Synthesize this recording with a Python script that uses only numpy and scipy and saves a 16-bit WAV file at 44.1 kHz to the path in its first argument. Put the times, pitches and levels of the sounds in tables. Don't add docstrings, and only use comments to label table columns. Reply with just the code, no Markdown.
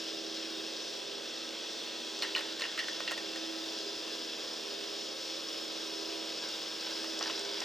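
import sys
import numpy as np
from scipy import signal
from scipy.fft import rfft, irfft
from scipy.io import wavfile
from scipy.ndimage import map_coordinates

SR = 44100
rng = np.random.default_rng(int(sys.argv[2]) if len(sys.argv) > 2 else 0)


def pcm_store(signal):
    levels = np.round(np.clip(np.atleast_2d(signal), -1, 1) * 32767)
    wavfile.write(sys.argv[1], SR, levels.astype(np.int16).T)


def convert_level_to_amplitude(level_db):
    exponent = np.asarray(level_db, float) / 20
    return 10 ** exponent


N = 336924
T = np.arange(N) / SR
F = np.maximum(np.fft.rfftfreq(N, 1 / SR), 1)


def unit(x):
    return x / np.sqrt(np.mean(x ** 2))


def over_hz(table, hz=F):
    f, v = np.transpose(table)
    return np.interp(np.log(hz), np.log(f), v)


def over_time(table):
    s, *columns = np.transpose(table)
    return [np.interp(T, s, c) for c in columns]


def walk(rate):
    points = rng.standard_normal(200)
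    coarse = T[::64]
    curve = map_coordinates(points, [coarse * rate], order=3, mode="wrap")
    return np.interp(T, coarse, curve)


def tone(hz, waver_db, drift):
    phase = 2 * np.pi * (hz * T + rng.random()) + drift * walk(2.5)
    return np.sqrt(2) * convert_level_to_amplitude(waver_db * walk(3.418)) * np.sin(phase)


def hum():
    strand_hz = 15.478
    # multiple of the strand rate, level in dB.
    hum_lines = [(7, -88), (9, -83), (10, -81), (13, -70.5), (14, -71), (15, -70), (16, -66), (19, -71),
                 (20, -69), (22, -65), (23, -66), (24, -66), (27, -66), (28, -64), (29, -63), (31, -63),
                 (32, -70), (33, -68), (34, -60), (35, -67), (36, -61), (37, -71), (38, -68), (39, -67),
                 (41, -71), (44, -62), (51, -67)]
    # time in seconds, level in dB.
    deep_line = [(0.0, -50.5), (0.59, -48), (1.06, -59), (1.51, -50.5), (1.76, -56.5), (2.53, -50.5),
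                 (2.64, -57.5), (3.51, -48), (4.06, -53), (5.26, -57), (5.3, -52.5), (6.21, -49.5),
                 (6.43, -56.5), (7.06, -47.5), (7.4, -51.5), (7.43, -61), (7.6, -50), (7.64, -57)]
    high_line = [(0, -55), (.28, -50), (.46, -63), (.6, -50), (.78, -61), (1.17, -50.5), (1.5, -73),
                 (2.14, -55.5), (2.34, -51), (2.7, -64), (3.11, -69), (3.26, -49), (3.53, -73),
                 (3.88, -44.5), (4.05, -60), (4.18, -51.5), (4.49, -63), (4.7, -51), (5.7, -65),
                 (5.98, -48), (6.46, -62.5), (7.08, -55), (7.51, -46.5), (7.64, -56)]
    # pitch in Hz, level in dB.
    drive_whines = [(984, -66), (1297, -67.5), (1610, -68.5)]
    comb = sum(convert_level_to_amplitude(db) * tone(k * strand_hz, waver_db=2.2, drift=.85) for k, db in hum_lines)
    deep = convert_level_to_amplitude(*over_time(deep_line)) * tone(21 * strand_hz, waver_db=1, drift=.2)
    high = convert_level_to_amplitude(*over_time(high_line)) * tone(26 * strand_hz, waver_db=1, drift=.5)
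    whines = sum(convert_level_to_amplitude(db) * tone(hz, waver_db=2.5, drift=1.94) for hz, db in drive_whines)
    return comb + deep + high + whines


def smear(t60):
    ring = rng.standard_normal(SR // 4) * np.exp(-np.log(1000) * T[:SR // 4] / t60)
    return rfft(unit(ring), N) / np.sqrt(SR // 4)


def frame_colour():
    # frequency in Hz, relative level in dB.
    hiss_colour = [(30, -43), (95, -30.5), (150, -14), (330, -3.5), (600, -0.5), (720, -7.5), (1300, -5.5),
                   (2250, -7.5), (2700, -3), (3800, -2), (5600, 0), (6100, -5), (9800, -24), (10300, -31),
                   (15500, -29.5)]
    # frequency in Hz, width in Hz, lift in dB.
    frame_peaks = [(840, 23, 3.5), (1085, 13, 4.5), (1640, 120, 3), (2578, 20, 7), (2713, 16, 6),
                   (2925, 75, 3.5), (3400, 460, 4.5), (3935, 22, 5), (4150, 28, 5), (4400, 400, 1.5),
                   (4900, 92, 5), (5010, 440, 2.5), (5290, 86, 5.5), (5450, 25, 3), (5640, 24, 4.5),
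                   (12000, 1950, 7)]
    lift = 0
    for hz, width, db in frame_peaks:
        louder, higher = rng.standard_normal(2)
        offset = (F - hz * (1 + .0025 * higher)) / width
        lift = lift + (convert_level_to_amplitude(db + 1.5 * louder) ** 2 - 1) / (1 + (2 * offset) ** 2)
    peaks = np.sqrt(np.maximum(1 + lift, .1))
    return convert_level_to_amplitude(over_hz(hiss_colour)) * peaks * (1 + .3 * smear(.12))


def grit(rate, spread_db):
    where, size, sign = rng.random((3, N))
    loudness = convert_level_to_amplitude(-spread_db * np.log(size + 0.013))
    return unit((where < rate / SR) * loudness * np.sign(sign - .5))


def running():
    # time in seconds, level in dB.
    run_level = [(0.0, -42), (1.25, -42), (2.72, -42), (6.74, -41.5), (7.45, -41), (7.64, -40.5)]
    push = rfft(rng.standard_normal(N) + convert_level_to_amplitude(-7.5) * grit(900, spread_db=4.0))
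    together, flicker = walk(14), 0
    for octave in range(8):
        share = np.clip(1 - abs(np.clip(np.log2(F / 90), 0, 7) - octave), 0, 1)
        waver_db = 0.2 * together + (0.57 + 0.028 * octave) * walk(9)
        flicker = flicker + irfft(push * share, N) * convert_level_to_amplitude(waver_db)
    push, hiss = rfft(flicker), 0
    places = np.linspace(0, T[-1], 5)
    for s in places:
        nearness = np.clip(1 - abs(T - s) / places[1], 0, 1)
        hiss = hiss + nearness * irfft(push * frame_colour(), N)
    return unit(hiss) * convert_level_to_amplitude(over_time(run_level)[0] + 0.5)


def shaking():
    rattle_db, rise_s = -56.5, 0.0037
    # start in seconds, level in dB, fade time in seconds.
    shakes = [(2.22, -45.5, 0.92), (2.62, -50, 0.46), (3.08, -48, 0.18), (6.42, -44.5, 0.27),
              (6.82, -44, 0.4), (7.22, -42, 0.57), (7.48, -44.5, .3)]
    power = convert_level_to_amplitude(rattle_db) ** 2
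    for s, db, fade_s in shakes:
        since = np.maximum(T - s, 0)
        swell = (1 - np.exp(-since / rise_s)) * np.exp(-since / fade_s)
        power = power + (convert_level_to_amplitude(db) * swell) ** 2
    return np.sqrt(power)


def rattle():
    body = 1 + convert_level_to_amplitude(4.5) / (1 + ((F - 1100) / 900) ** 2)
    bass_cut = 1 / (1 + (200.0 / F) ** 4)
    clicks = rfft(grit(700, spread_db=3.0))
    chatter = irfft(clicks * smear(0.021) * frame_colour() * body * bass_cut, N)
    return unit(chatter) * shaking()


def squeal():
    # frequency in Hz, width in Hz, middle level in dB.
    squeal_peaks = [(3290, 40, -57.5), (3410, 60, -56), (3665, 30, -59)]
    push = rfft(rng.standard_normal(N) + grit(1500, spread_db=2.0))
    out = 0
    for hz, width, db in squeal_peaks:
        ring = unit(irfft(push / (1 + 2j * (F - hz) / width), N))
        out = out + ring * convert_level_to_amplitude(db + 1.5 * walk(3.0) + 2.5 * walk(17))
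    return out


def air():
    noise = irfft(rfft(rng.standard_normal((2, N))) / (1 + (F / 110) ** 2), N)
    return convert_level_to_amplitude(-87.0) * unit(noise)


def ticks():
    # start in seconds, strength in dB of the lower three modes, of the higher three.
    catch_ticks = [(2.19, -34, -35), (2.5983, -32, -35), (5.486, -28, -50), (6.488, -30, -35),
                   (6.81, -26, -46), (6.8594, -35, -47), (7.191, -25, -32), (7.2268, -19.5, -48),
                   (7.239, -27, -46), (7.2494, -27, -46), (7.2703, -26, -49), (7.2974, -31, -49),
                   (7.312, -32, -47), (7.394, -27, -31), (7.45, -26, -46), (7.514, -35, -48),
                   (7.6035, -23, -31)]
    catch_hz = [4850, 5300, 5700, 6800, 7400, 8100]
    t = T[:SR // 20, None]
    out = np.zeros(N + len(t))
    fade = np.exp(-t / 0.0019) * (1 - np.exp(-t / 0.00028))
    for s, low_db, high_db in catch_ticks:
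        hz = np.array(catch_hz) * (1 + .025 * rng.standard_normal(6))
        ring = fade * np.sin(2 * np.pi * hz * t)
        start = int(s * SR)
        out[start:start + len(t)] += ring @ convert_level_to_amplitude(np.repeat([low_db, high_db], 3)) / 1.8
    return out[:N]


def blows():
    # time in seconds, then strength in dB, before mode levels and crack lift, of
    # the thud near 1000 Hz, ring near 1900 Hz, clank near 2900 Hz, chink near 4300 Hz, snap above 6500 Hz.
    grip_blows = [(2.2225, -41, -32.5, -29, -30.5, -39), (2.2313, -40, -51, -34, -38, -41),
                  (2.239, -54, -37, -42, -50, -46), (2.2483, -43, -34, -45, -48, -50),
                  (2.3506, -44, -37, -28, -50, -46), (2.3622, -35, -33, -40, -33.5, -39),
                  (2.368, -42, -38, -47, -46, -48), (2.379, -44, -44, -35, -39, -45),
                  (2.39, -40, -41, -47, -39, -43), (2.408, -43, -36, -46, -52, -45),
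                  (2.595, -44, -43, -47, -40, -47), (2.6077, -44, -37, -36, -41, -43),
                  (2.6194, -42, -27.5, -38, -34, -41), (2.639, -45, -34.5, -36, -47, -47),
                  (2.652, -40, -40, -36, -49, -50), (2.7771, -40, -31, -38, -49, -43),
                  (2.79, -53, -26.5, -37, -34, -42), (2.7948, -47, -43, -37, -38, -44),
                  (2.806, -54, -37, -45, -52, -52), (2.84, -45, -42, -46, -50, -50),
                  (2.8835, -41, -32, -43, -42, -43), (3.004, -38, -40, -43, -44, -44),
                  (3.0772, -44, -35, -31.5, -35, -50), (3.1104, -35, -32.5, -40, -44, -38),
                  (3.117, -36, -38, -41, -42, -37), (3.1775, -43, -38, -44, -43, -45),
                  (3.3587, -43, -40.5, -47, -46, -47), (7.043, -41, -43, -45, -44, -47),
                  (7.2099, -29, -39, -42, -50, -52), (7.226, -38, -38, -40, -42, -51),
                  (7.259, -39, -43, -46, -45, -53), (7.271, -38, -49, -48, -44, -51),
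                  (7.2976, -37, -40.5, -39, -48, -52), (7.6173, -34, -39.5, -41, -49, -48)]
    blow_hz = [1000, 1900, 2900, 4300, 6500]
    # frequency in Hz, relative level in dB, share of the ring time.
    grip_modes = [(620, -7, 1), (850, -7, .7), (1050, -4, .6), (1360, -5, .7), (1800, -7, 1.2),
                  (1868, -9, 3.2), (1915, -6, 1), (2100, -11, 1), (2660, -6, .8), (2810, -4, 1.4),
                  (2930, -2, 1.7), (3680, -4, .6), (4150, -4, .9), (4300, 0, .9), (4900, -2, .7),
                  (5670, -3, .6), (7300, -12, .3)]
    ring_s = 0.055
    chatter_depth = .7
    lead = 400
    out, t = np.zeros(N + SR // 4), T[:SR // 4, None]
    hz, db, share = np.transpose(grip_modes)
    f = np.maximum(np.fft.rfftfreq(len(t), 1 / SR), 1)
    edges = 1 / (1 + (400 / f) ** 4) / (1 + (f / 7000) ** 5)
    spark = convert_level_to_amplitude(-17) * np.exp(-((f - 13000) / 2600) ** 2)
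    snap = 1.2 * np.exp(-t[:, 0] / .0022)
    tail = convert_level_to_amplitude(-9) * np.exp(-np.log(1000) * t[:, 0] / (3 * ring_s))
    fade = np.exp(-np.log(1000) * t / (ring_s * share)) * (1 - np.exp(-t / 0.0005))
    for s, *strengths in grip_blows:
        colour = list(zip(blow_hz, strengths))
        vary, detune = rng.standard_normal((2, len(hz)))
        shake = signal.resample(rng.standard_normal((50, len(hz))), len(t))
        chatter = 1 + chatter_depth * np.clip(t / .01, 0, 1) * shake
        loudness = convert_level_to_amplitude(db + over_hz(colour, hz) + 1.3 * vary)
        swing = np.sin(2 * np.pi * hz * (1 + 0.012 * detune) * t + vary)
        modes = (loudness * fade * chatter * swing).sum(axis=1)
        noise = rng.standard_normal(len(t))
        crack = rfft(noise * snap) * (edges + spark) + rfft(noise * tail) * edges
        crack = crack * convert_level_to_amplitude(over_hz(colour, f) + 9.0)
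        blow = irfft(rfft(modes) * edges + crack, len(t))
        start = int(s * SR) - lead
        out[start:start + len(t)] += np.roll(blow, lead)
    return out[:N]


def bumps():
    # start in seconds, strength in dB.
    hand_bumps = [(3.172, -64), (3.944, -63), (4.258, -72), (4.444, -68)]
    out = 0
    for s, db in hand_bumps:
        swell = np.exp(-((T - s - .02) / 0.0084) ** 2)
        out = out + convert_level_to_amplitude(db) * swell * np.sin(2 * np.pi * 62 * (T - s))
    return out


def ports(x):
    # frequency in Hz, left minus right in dB.
    port_lean = [(60, -0.5), (110, -3.5), (200, -8.0), (380, -8.5), (700, -6.0), (1290, -2.0), (2380, -1.0),
                 (4400, 1.5), (8120, 1.0), (15000, 0.0)]
    # frequency in Hz, lead of the left in radians.
    port_lead = [(0, 0), (950, 0.6), (2580, 0.3), (3530, 0.5), (4740, 0.1), (5680, 0.2), (6460, -0.3),
                 (8700, 0.0), (15400, -0.0)]
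    # frequency in Hz, likeness from 0 to 1.
    port_alike = [(60, 0.1), (130, 0.62), (290, 0.91), (640, 0.83), (1410, 0.77), (3100, 0.87),
                  (6820, 0.92), (15000, 0.95)]
    lean = convert_level_to_amplitude(over_hz(port_lean) / 2) * np.exp(.5j * over_hz(port_lead))
    alike = over_hz(port_alike)
    scatter = 0.81 * np.sqrt((1 - alike) / (1 + alike))
    out, sound, places = 0, rfft(x), np.linspace(0, T[-1], 9)
    for s in places:
        side = scatter * smear(0.17)
        pair = np.array([(1 + side) * lean, (1 - side) / lean])
        pair = pair / abs(pair.mean(axis=0))
        nearness = np.clip(1 - abs(T - s) / places[1], 0, 1)
        out = out + nearness * irfft(sound * pair, N)
    return out


def scene():
    station = hum() + running() + rattle() + squeal() + ticks() + blows()
    return ports(station) + air() + bumps()


def low_pass(x):
    return signal.sosfilt(signal.butter(12, 15840, fs=SR, output="sos"), x)


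def record(dry):
    cut = signal.butter(2, 27, "high", fs=SR, output="sos")
    mix = signal.sosfilt(cut, dry)
    return low_pass(mix)


dry = scene()
out = record(dry)
pcm_store(out)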